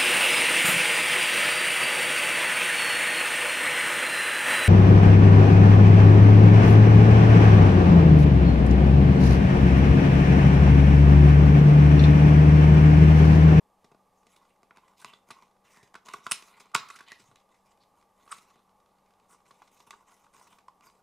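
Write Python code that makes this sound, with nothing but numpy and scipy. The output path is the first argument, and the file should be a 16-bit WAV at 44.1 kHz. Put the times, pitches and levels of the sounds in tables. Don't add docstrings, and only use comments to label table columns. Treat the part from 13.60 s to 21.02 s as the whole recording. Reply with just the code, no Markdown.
import sys
import numpy as np
from scipy import signal
from scipy.fft import rfft, irfft, next_fast_len
from scipy.io import wavfile

SR = 44100
rng = np.random.default_rng(int(sys.argv[2]) if len(sys.argv) > 2 else 0)


def log_audio(samples):
    frames = np.atleast_2d(samples).T
    limited = np.clip(frames, -1, 1)
    pcm = np.round(limited * 32767).astype(np.int16)
    wavfile.write(sys.argv[1], SR, pcm)


N = 327222


def undb(db):
    return 10 ** (np.asarray(db) / 20)


def unit(x):
    return x / np.sqrt(np.mean(x ** 2, axis=-1, keepdims=True) + 1e-30)


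def freqs(n):
    return np.maximum(np.arange(n // 2 + 1) * SR / n, 1)


def on_log(points, hz):
    points_hz, value = np.transpose(points)
    return np.interp(np.log(hz), np.log(points_hz), value)


def colour(x, points, size=1024):
    cepstrum = irfft(np.log(undb(on_log(points, freqs(size)))))
    cepstrum[1:size // 2] *= 2
    cepstrum[size // 2 + 1:] = 0
    response = np.array(irfft(np.exp(rfft(cepstrum))), ndmin=x.ndim)
    return signal.fftconvolve(x, response, axes=-1)[..., :x.shape[-1]]


def band(x, low_hz, high_hz, order=2):
    return signal.sosfilt(signal.butter(order, [low_hz, high_hz], "band", fs=SR, output="sos"), x)


def ring(x, modes):
    return sum((-1) ** k * undb(db) * signal.lfilter(*signal.iirpeak(hz, hz / width_hz, fs=SR), x + 1e-18)
               for k, (hz, width_hz, db) in enumerate(modes))


def ring_twice(x, hz, width_hz):
    mode = [(hz, width_hz, 0)]
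    return ring(ring(x, mode), mode)


def drift(rate_hz):
    knots = rng.standard_normal(N // 20)
    return np.interp(np.arange(N) / SR * rate_hz, np.arange(len(knots)), knots)


# (frequency [Hz], relative density [dB])
AIR_SPECTRUM = [(25, -8), (45, -8), (130, -10.5), (195, -6.5), (335, -10), (500, -4.5), (695, -6.5),
                (840, 0.5), (1000, -8.5), (1190, -2), (1340, -21), (1800, -20), (2480, -23), (4000, -26.5),
                (12000, -28.5), (16000, -38.5)]


def fan_air(level_db=-68.5):
    return undb(level_db + 0.4 * drift(12)) * unit(colour(rng.standard_normal(N), AIR_SPECTRUM, size=8192))


# (frequency [Hz], rms level [dB])
FAN_TONES = [(191, -81), (824, -84.5), (1163, -86)]


def fan_hum(waver_hz=4, waver_db=2):
    out = np.zeros(N)
    for hz, db in FAN_TONES:
        gain = undb(db + waver_db * drift(12))
        phase = 2 * np.pi * np.cumsum(hz + waver_hz * drift(12)) / SR
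        out += gain * unit(np.sin(phase))
    return out


# (frequency [Hz], width [Hz], gain [dB])
HOLLOW_MODES = [(148, 75, -4.5), (234, 71, -1), (405, 58, -1.5), (690, 44, -2.5)]


def hollow(force, top_hz):
    return band(ring(force, HOLLOW_MODES), 80, top_hz)


# (frequency [Hz], width [Hz], gain [dB])
PANEL_MODES = [(900, 150, -1), (1040, 150, 6.5), (1165, 69, 6), (1310, 340, -0.5), (1443, 230, 0.5)]


def panels(force):
    return band(ring(force, PANEL_MODES), 780, 1620, order=3)


# (frequency [Hz], width [Hz], gain [dB])
FOLD_MODES = [(1993, 240, -3.5), (2596, 260, 0.5), (2857, 220, -7.5), (3550, 360, -1.5), (3947, 500, -10.5),
              (5380, 1500, -10)]


def folds(force, direct):
    return band(ring(force, FOLD_MODES) + direct * force, 1850, 5800, order=3)


def crinkles(stroke_gain, per_s=11, base_db=-67.5, firm_db=-70, db_per_stroke_db=0.32, spread_db=3):
    count = int(per_s * N / SR)
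    when, length, pitch, level, hardness, thump = rng.uniform(-1, 1, (count, 6)).T
    time_s = (np.arange(count) + (when + 1) / 2) / count * (N - 1) / SR
    stroke_db = 20 * np.log10(stroke_gain[(time_s * SR).astype(int)])
    level_db = base_db + db_per_stroke_db * np.minimum(stroke_db - firm_db, 11) + spread_db * level
    slip_s = 0.0027 * np.exp(length / 2)
    flap_hz = 1120 * np.exp(0.12 * pitch)
    hardness_db, thump_db = -5 + spread_db * hardness, -11 + spread_db * thump
    return np.c_[time_s, slip_s, flap_hz, level_db, hardness_db, thump_db]


# (start [s], length [s], level [dB], relative body [dB], relative swish [dB])
CARD_STROKES = [(0.177, 0.099, -83.5, -3, -1), (0.52, 0.077, -84, 8, 8), (0.674, 0.13, -70, -0.5, 0.5),
                (.8, 0.093, -71, 1, -3.5), (1.145, 0.19, -71.5, 3, -3.5), (1.362, 0.12, -64.5, -1.5, 1.5),
                (1.438, 0.12, -64, 7, -2.5), (1.668, 0.17, -66.5, 5, -0.5), (2.037, 0.22, -65.5, 1.5, 0.5),
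                (2.447, 0.16, -59.5, 5.5, -1), (2.625, 0.26, -64, 4, 2.5), (2.888, 0.18, -62, 2.5, -5.5),
                (3.192, 0.23, -58.5, -16, -6), (3.458, 0.083, -55.5, -4, -7), (3.568, 0.11, -64, 0.5, 0.5),
                (3.754, 0.053, -71, -4, -3), (3.897, 0.093, -71.5, 1, -1.5), (4.044, .08, -74, 4, 1.5),
                (4.197, 0.039, -75, -0.5, -5), (4.356, 0.052, -73.5, 10.5, 0.5), (4.557, 0.13, -73, 7.5, 0),
                (4.676, 0.13, -61.5, 0, 1), (4.812, 0.18, -71.5, 4, -3), (5.043, 0.6, -85, 9.5, -3),
                (5.572, 0.18, -77, 5, -4.5), (5.683, 0.053, -67, 8.5, 4), (5.848, 0.23, -71.5, 3.5, 1.5),
                (6.107, 0.12, -71, 1, 2.5), (6.256, 0.14, -69, 8, 1), (6.462, 0.2, -70, 4.5, 2),
                (6.725, 0.17, -65.5, 5.5, 1.5), (6.893, 0.035, -58.5, 6, 0), (7.22, 0.058, -65, 8, 3.5),
                (7.324, 0.054, -79, 10.5, 0)]


def strokes(attack_s=0.021, sag_db=5, release_s=0.034):
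    t, power = np.arange(N) / SR, np.full((3, N), 1e-12)
    for start_s, length_s, db, body_db, swish_db in CARD_STROKES:
        span = slice(int(start_s * SR), int((start_s + length_s + 10 * release_s) * SR))
        age_s = t[span] - start_s
        attack = np.clip(age_s / attack_s, 0, 1)
        sag = undb(-sag_db * np.minimum(age_s / length_s, 1))
        release = np.exp(-np.maximum(age_s - length_s, 0) / release_s)
        gains = undb([db, db + body_db, db + swish_db])[:, None]
        power[:, span] += (gains * attack * sag * release) ** 2
    return np.sqrt(power)


def friction(catches_per_s=2200, catch_db=3.5, jerk_db=2.5, jerk_hz=70, snags_per_s=35, snag_s=0.0011):
    sizes = undb(catch_db * np.minimum(rng.exponential(size=N), 4))
    catches = (rng.random(N) < catches_per_s / SR) * rng.choice([-1, 1], N) * sizes
    snags = (rng.random(N) < snags_per_s / SR) * rng.uniform(0.5, 2.2, N)
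    snag_decays = signal.lfilter([1], [1, -np.exp(-1 / (snag_s * SR))], snags + 1e-18)
    pressure = undb(jerk_db * drift(jerk_hz)) + snag_decays
    return unit((unit(catches) + 0.55 * rng.standard_normal(N)) * pressure)


def moving_contact(force, patchy_db=7, shift_hz=35, count=20):
    return sum(undb(patchy_db * np.clip(drift(shift_hz), -2, 2)) * ring(force, [(hz, hz / 9, 0)])
               for hz in np.geomspace(800, 14000, count))


# (frequency [Hz], gain [dB])
SWISH_SPECTRUM = [(2500, -34.5), (5000, -4), (6400, -0.5), (8500, -5.5), (10300, -10), (12000, -14),
                  (16000, -19)]


def rubbing(rasp_gain, body_gain, swish_gain, body_db=-1, rasp_db=-0.5, hollow_db=-10):
    force = friction()
    contact = moving_contact(force)
    body = unit(panels(contact)) + undb(hollow_db) * unit(hollow(force, top_hz=1000))
    rasp = unit(folds(contact, direct=0.48))
    swish = unit(colour(contact, SWISH_SPECTRUM))
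    return body_gain * undb(body_db) * body + rasp_gain * undb(rasp_db) * rasp + swish_gain * swish


# (frequency [Hz], gain [dB])
TICK_SPECTRUM = [(2500, -41), (5000, 0.5), (6300, 2.5), (7300, 0), (8500, -4.5), (10300, -6),
                 (11800, -14.5), (16000, -22.5)]
# (time [s], slip length [s], flap pitch [Hz], level [dB], relative hardness [dB], relative thump [dB])
CARD_SNAPS = [(.2434, 0.0039, 1110, -66, 0.5, 7), (.3155, .0045, 1040, -62, -8, 4),
              (.346, 0.0013, 1040, -67, -10, 7.5), (.667, 0.003, 1170, -72.5, 6, 7),
              (.7636, .0025, 1040, -68, 2, -2), (1.031, 0.0013, 1130, -63.5, -4.5, 1),
              (1.1083, 0.0038, 1310, -54, -25, -9), (1.171, .0014, 1470, -59, -4, -5),
              (1.182, 0.0014, 980, -59, -19, -6), (1.4459, 0.00081, 1020, -43, -4, -13.5),
              (1.534, 0.0032, 1130, -56, -7.5, -8), (1.7045, 0.0061, 1095, -44, -4, -10),
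              (1.823, .0021, 990, -58.5, -8.5, -12), (2.171, 0.0026, 1200, -60, -3, -5),
              (2.228, 0.0063, 990, -67, 4, 6.5), (2.3418, .0015, 905, -52.5, -4, -11),
              (2.3526, 0.0044, 1390, -44, -9.5, -11.5), (2.485, .0036, 1080, -46.5, -4.5, -16),
              (2.536, 0.0014, 1160, -54, 6.5, -3.5), (2.5387, 0.0026, 1200, -36.5, -15, -12.5),
              (2.6656, 0.0026, 1280, -34, -10.5, -16), (2.7125, 0.0015, 1093, -37, 1, -21),
              (2.7175, 0.0019, 1310, -33.5, 4, -15), (2.823, .0025, 1090, -63.5, 7.5, 1),
              (2.997, .011, 1070, -59.5, 5, -4.5), (3.057, 0.0019, 1110, -64.5, -4, -4.5),
              (3.1464, 0.0029, 1220, -39, 8, -28), (3.1503, 0.00079, 1263, -21.5, -6.5, -17.5),
              (3.161, 0.0016, 1200, -32.5, -4.5, -47), (3.286, 0.0032, 1320, -61, 5.5, -12),
              (3.301, 0.0045, 1310, -43, -5.5, -20), (3.357, 0.0075, 1390, -61, 7.5, -4),
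              (3.388, 0.0056, 1540, -53.5, -3, -30), (3.4061, 0.004, 1530, -47.5, -9.5, -12.5),
              (3.483, 0.0021, 940, -68, 5, -14), (3.518, 0.002, 1810, -49, -1, -9),
              (3.595, .0069, 1060, -68.5, 4.5, 4), (3.714, 0.0011, 1140, -62.5, -11, -3),
              (3.757, .0027, 1140, -64, 2, -21.5), (4.412, 0.0018, 1100, -76, 1, -2.5),
              (4.677, .0026, 1154, -56, -11.5, -14.5), (4.7175, 0.0063, 1200, -45, -1.5, -27),
              (4.781, .0045, 1260, -64, 3.5, -6), (4.957, 0.0017, 1200, -69, -4.5, 3.5),
              (5.506, 0.0028, 1282, -71, -5, -7.5), (5.908, 0.0047, 1165, -54.5, -8.5, -9),
              (6.019, 0.0036, 997, -52.5, -11, -15), (6.074, .005, 1100, -70.5, 1.5, -15),
              (6.202, 0.0044, 970, -59, -3.5, -7.5), (6.307, 0.0016, 1110, -48.5, -1, -25),
              (6.328, 0.0077, 1090, -49.5, -21, -13.5), (6.666, 0.0016, 970, -60.5, -18.5, -25),
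              (6.813, 0.0021, 930, -56, -25, -21), (6.87, 0.0046, 1040, -60, -5.5, -30),
              (6.985, 0.0037, 1120, -60.5, -4.5, -14.5), (7.0815, 0.0029, 1040, -64, -2, -25.5),
              (7.208, 0.0015, 1095, -65, -4, -10)]


def snaps(rows, flap_width_hz=400, flap_db=3, brief_s=0.0031, size=2646):
    time_s, slip_s, flap_hz, level_db, hardness_db, thump_db = np.transpose(rows)
    slip_s = slip_s[:, None]
    age = np.arange(size) / SR / slip_s
    grains = np.tanh(rng.standard_normal((len(rows), size))) ** 3
    slips = unit(grains * np.exp(-0.4 * age ** 2) * (1 - np.exp(-6 * age))) / np.sqrt(size)
    jolt = (age == 0) * np.exp(-(slip_s / brief_s) ** 2 / 2)
    force = 6 * jolt + slips
    flap = np.array([ring_twice(push, hz, flap_width_hz) for push, hz in zip(force, flap_hz)])
    thump = hollow(force, top_hz=850)
    face = unit(panels(slips + jolt)) + undb(flap_db) * unit(flap)
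    crack = folds(slips + 0.23 * jolt, direct=0.34)
    tick = colour(slips + 0.2 * jolt, TICK_SPECTRUM)
    parts = (thump, thump_db), (face, 0), (crack, hardness_db), (tick, 1.2 * hardness_db - 1.5)
    sounds = sum(undb(level_db + db)[:, None] * unit(part) for part, db in parts)
    sounds *= np.sqrt(0.01 * SR / size)
    out = np.zeros(N + size)
    for start, sound in zip((time_s * SR).astype(int), sounds):
        out[start:start + size] += sound
    return out[:N]


# (centre [s], spread [s], pitch [Hz], width [Hz], peak rms [dB])
PITCHED_CARD_SOUNDS = [(1.1102, 0.00091, 2270, 800, -52), (1.424, 0.0082, 1540, 300, -58),
                       (1.485, 0.022, 2800, 600, -58.5), (1.5374, 0.0017, 3440, 900, -49),
                       (2.194, 0.068, 1840, 298, -67.5), (2.707, .0043, 8500, 700, -54),
                       (2.7137, 0.0012, 8460, 900, -23), (2.7194, 0.0015, 9580, 2203, -23),
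                       (3.1441, 0.0028, 1183, 300, -35.5), (3.354, 0.01, 1360, 298, -51.5),
                       (3.52, .0095, 1927, 200, -48.5), (4.223, 0.014, 4140, 1400, -70.5),
                       (4.722, 0.0055, 1253, 199.6, -37.5), (4.719, 0.0039, 8520, 1200, -42),
                       (5.475, 0.0069, 2280, 600, -78.5), (5.724, 0.018, 8560, 2500, -65.5),
                       (7.276, 0.008, 4790, 400, -66)]


def pitched_card_sounds(size=16384):
    out, t = np.zeros(N + size), (np.arange(size) - size // 2) / SR
    for centre_s, spread_s, hz, width_hz, db in PITCHED_CARD_SOUNDS:
        swell = np.exp(-(t / spread_s) ** 2 / 2)
        resonance = ring_twice(rng.standard_normal(size), hz, width_hz)
        start = int(centre_s * SR) - size // 2
        out[start:start + size] += undb(db) * unit(resonance * swell) * np.sqrt(np.mean(swell ** 2))
    return out[:N]


# (time [s], pitch [Hz], envelope peak [dB])
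HAND_BUMPS = [(1.696, 106, -65), (2.226, 118, -61.5), (2.541, 131, -55), (3.148, 131, -48.5),
              (3.626, 111.8, -62.5), (3.685, 142, -59), (3.72, 127.7, -63.5), (7.0833, 1040, -38)]


def bumps(rise_at_100hz_s=0.005, size=4410):
    out, t = np.zeros(N + size), np.arange(size) / SR
    for time_s, hz, db in HAND_BUMPS:
        start = int(time_s * SR)
        age = t / rise_at_100hz_s * np.sqrt(hz / 100)
        out[start:start + size] += undb(db) * age * np.exp(1 - age) * np.sin(2 * np.pi * hz * t)
    return band(out[:N], 75, 2500)


# (frequency [Hz], t60 [s], gain [dB])
ROOM_BANDS = [(150, .35, -9), (500, 0.39, -9.5), (1200, 0.46, -13.5), (2800, 0.25, -7.5), (5960, 0.24, -6),
              (8900, 0.13, -9), (15000, 0.46, -12.5)]


def room_tail(build_s=0.00084, size=SR // 2):
    t, spectrum = np.arange(size) / SR, rfft(rng.standard_normal(size))
    hz, t60_s, db = np.transpose(ROOM_BANDS)
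    out = np.zeros(size)
    for share, decay_s, gain in zip(np.eye(len(hz)), t60_s, undb(db)):
        noise = irfft(spectrum * on_log(np.c_[hz, share], freqs(size)), size)
        envelope = np.exp(-np.log(1000) * t / decay_s) * (1 - np.exp(-t / build_s))
        out += gain * noise * envelope / np.linalg.norm(envelope)
    return out


def scene(wet_db=-3, room_side_db=-8, air_side_db=-14, echo_s=0.0098, echo_db=-17):
    rasp_gain, body_gain, swish_gain = strokes()
    handling = pitched_card_sounds() + rubbing(rasp_gain, body_gain, swish_gain) + bumps()
    rows = np.vstack([CARD_SNAPS, crinkles(rasp_gain)])
    front, back = snaps(rows) + handling, snaps(rows) + handling
    front_reverb, back_reverb = (undb(wet_db) * signal.oaconvolve(face, room_tail())[:N]
                           for face in (front, back))
    echo = undb(echo_db) * np.pad(front, (int(echo_s * SR), 0))[:N]
    mid = front + echo + front_reverb + back_reverb + fan_air() + fan_hum()
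    side = undb(room_side_db) * (front_reverb - back_reverb) + undb(air_side_db) * fan_air()
    side += 0.12 * np.gradient(front)
    return np.array([mid + side, mid - side])


# (frequency [Hz], left minus right [dB])
MIC_BALANCE = [(60, 1), (140, -1), (280, 3.5), (650, 2.2), (1200, -2), (2300, -1.1), (4500, -.5),
               (8500, .4)]


def record(dry, top_hz=15500):
    n = next_fast_len(N, True)
    tilt_db = on_log(MIC_BALANCE, freqs(n)) * np.array([[1], [-1]]) / 2
    heard = irfft(rfft(dry, n) * undb(tilt_db), n)[:, :N]
    return signal.sosfilt(signal.ellip(8, 0.2, 70, top_hz, fs=SR, output="sos"), heard)


dry = scene()
out = record(dry)
log_audio(out)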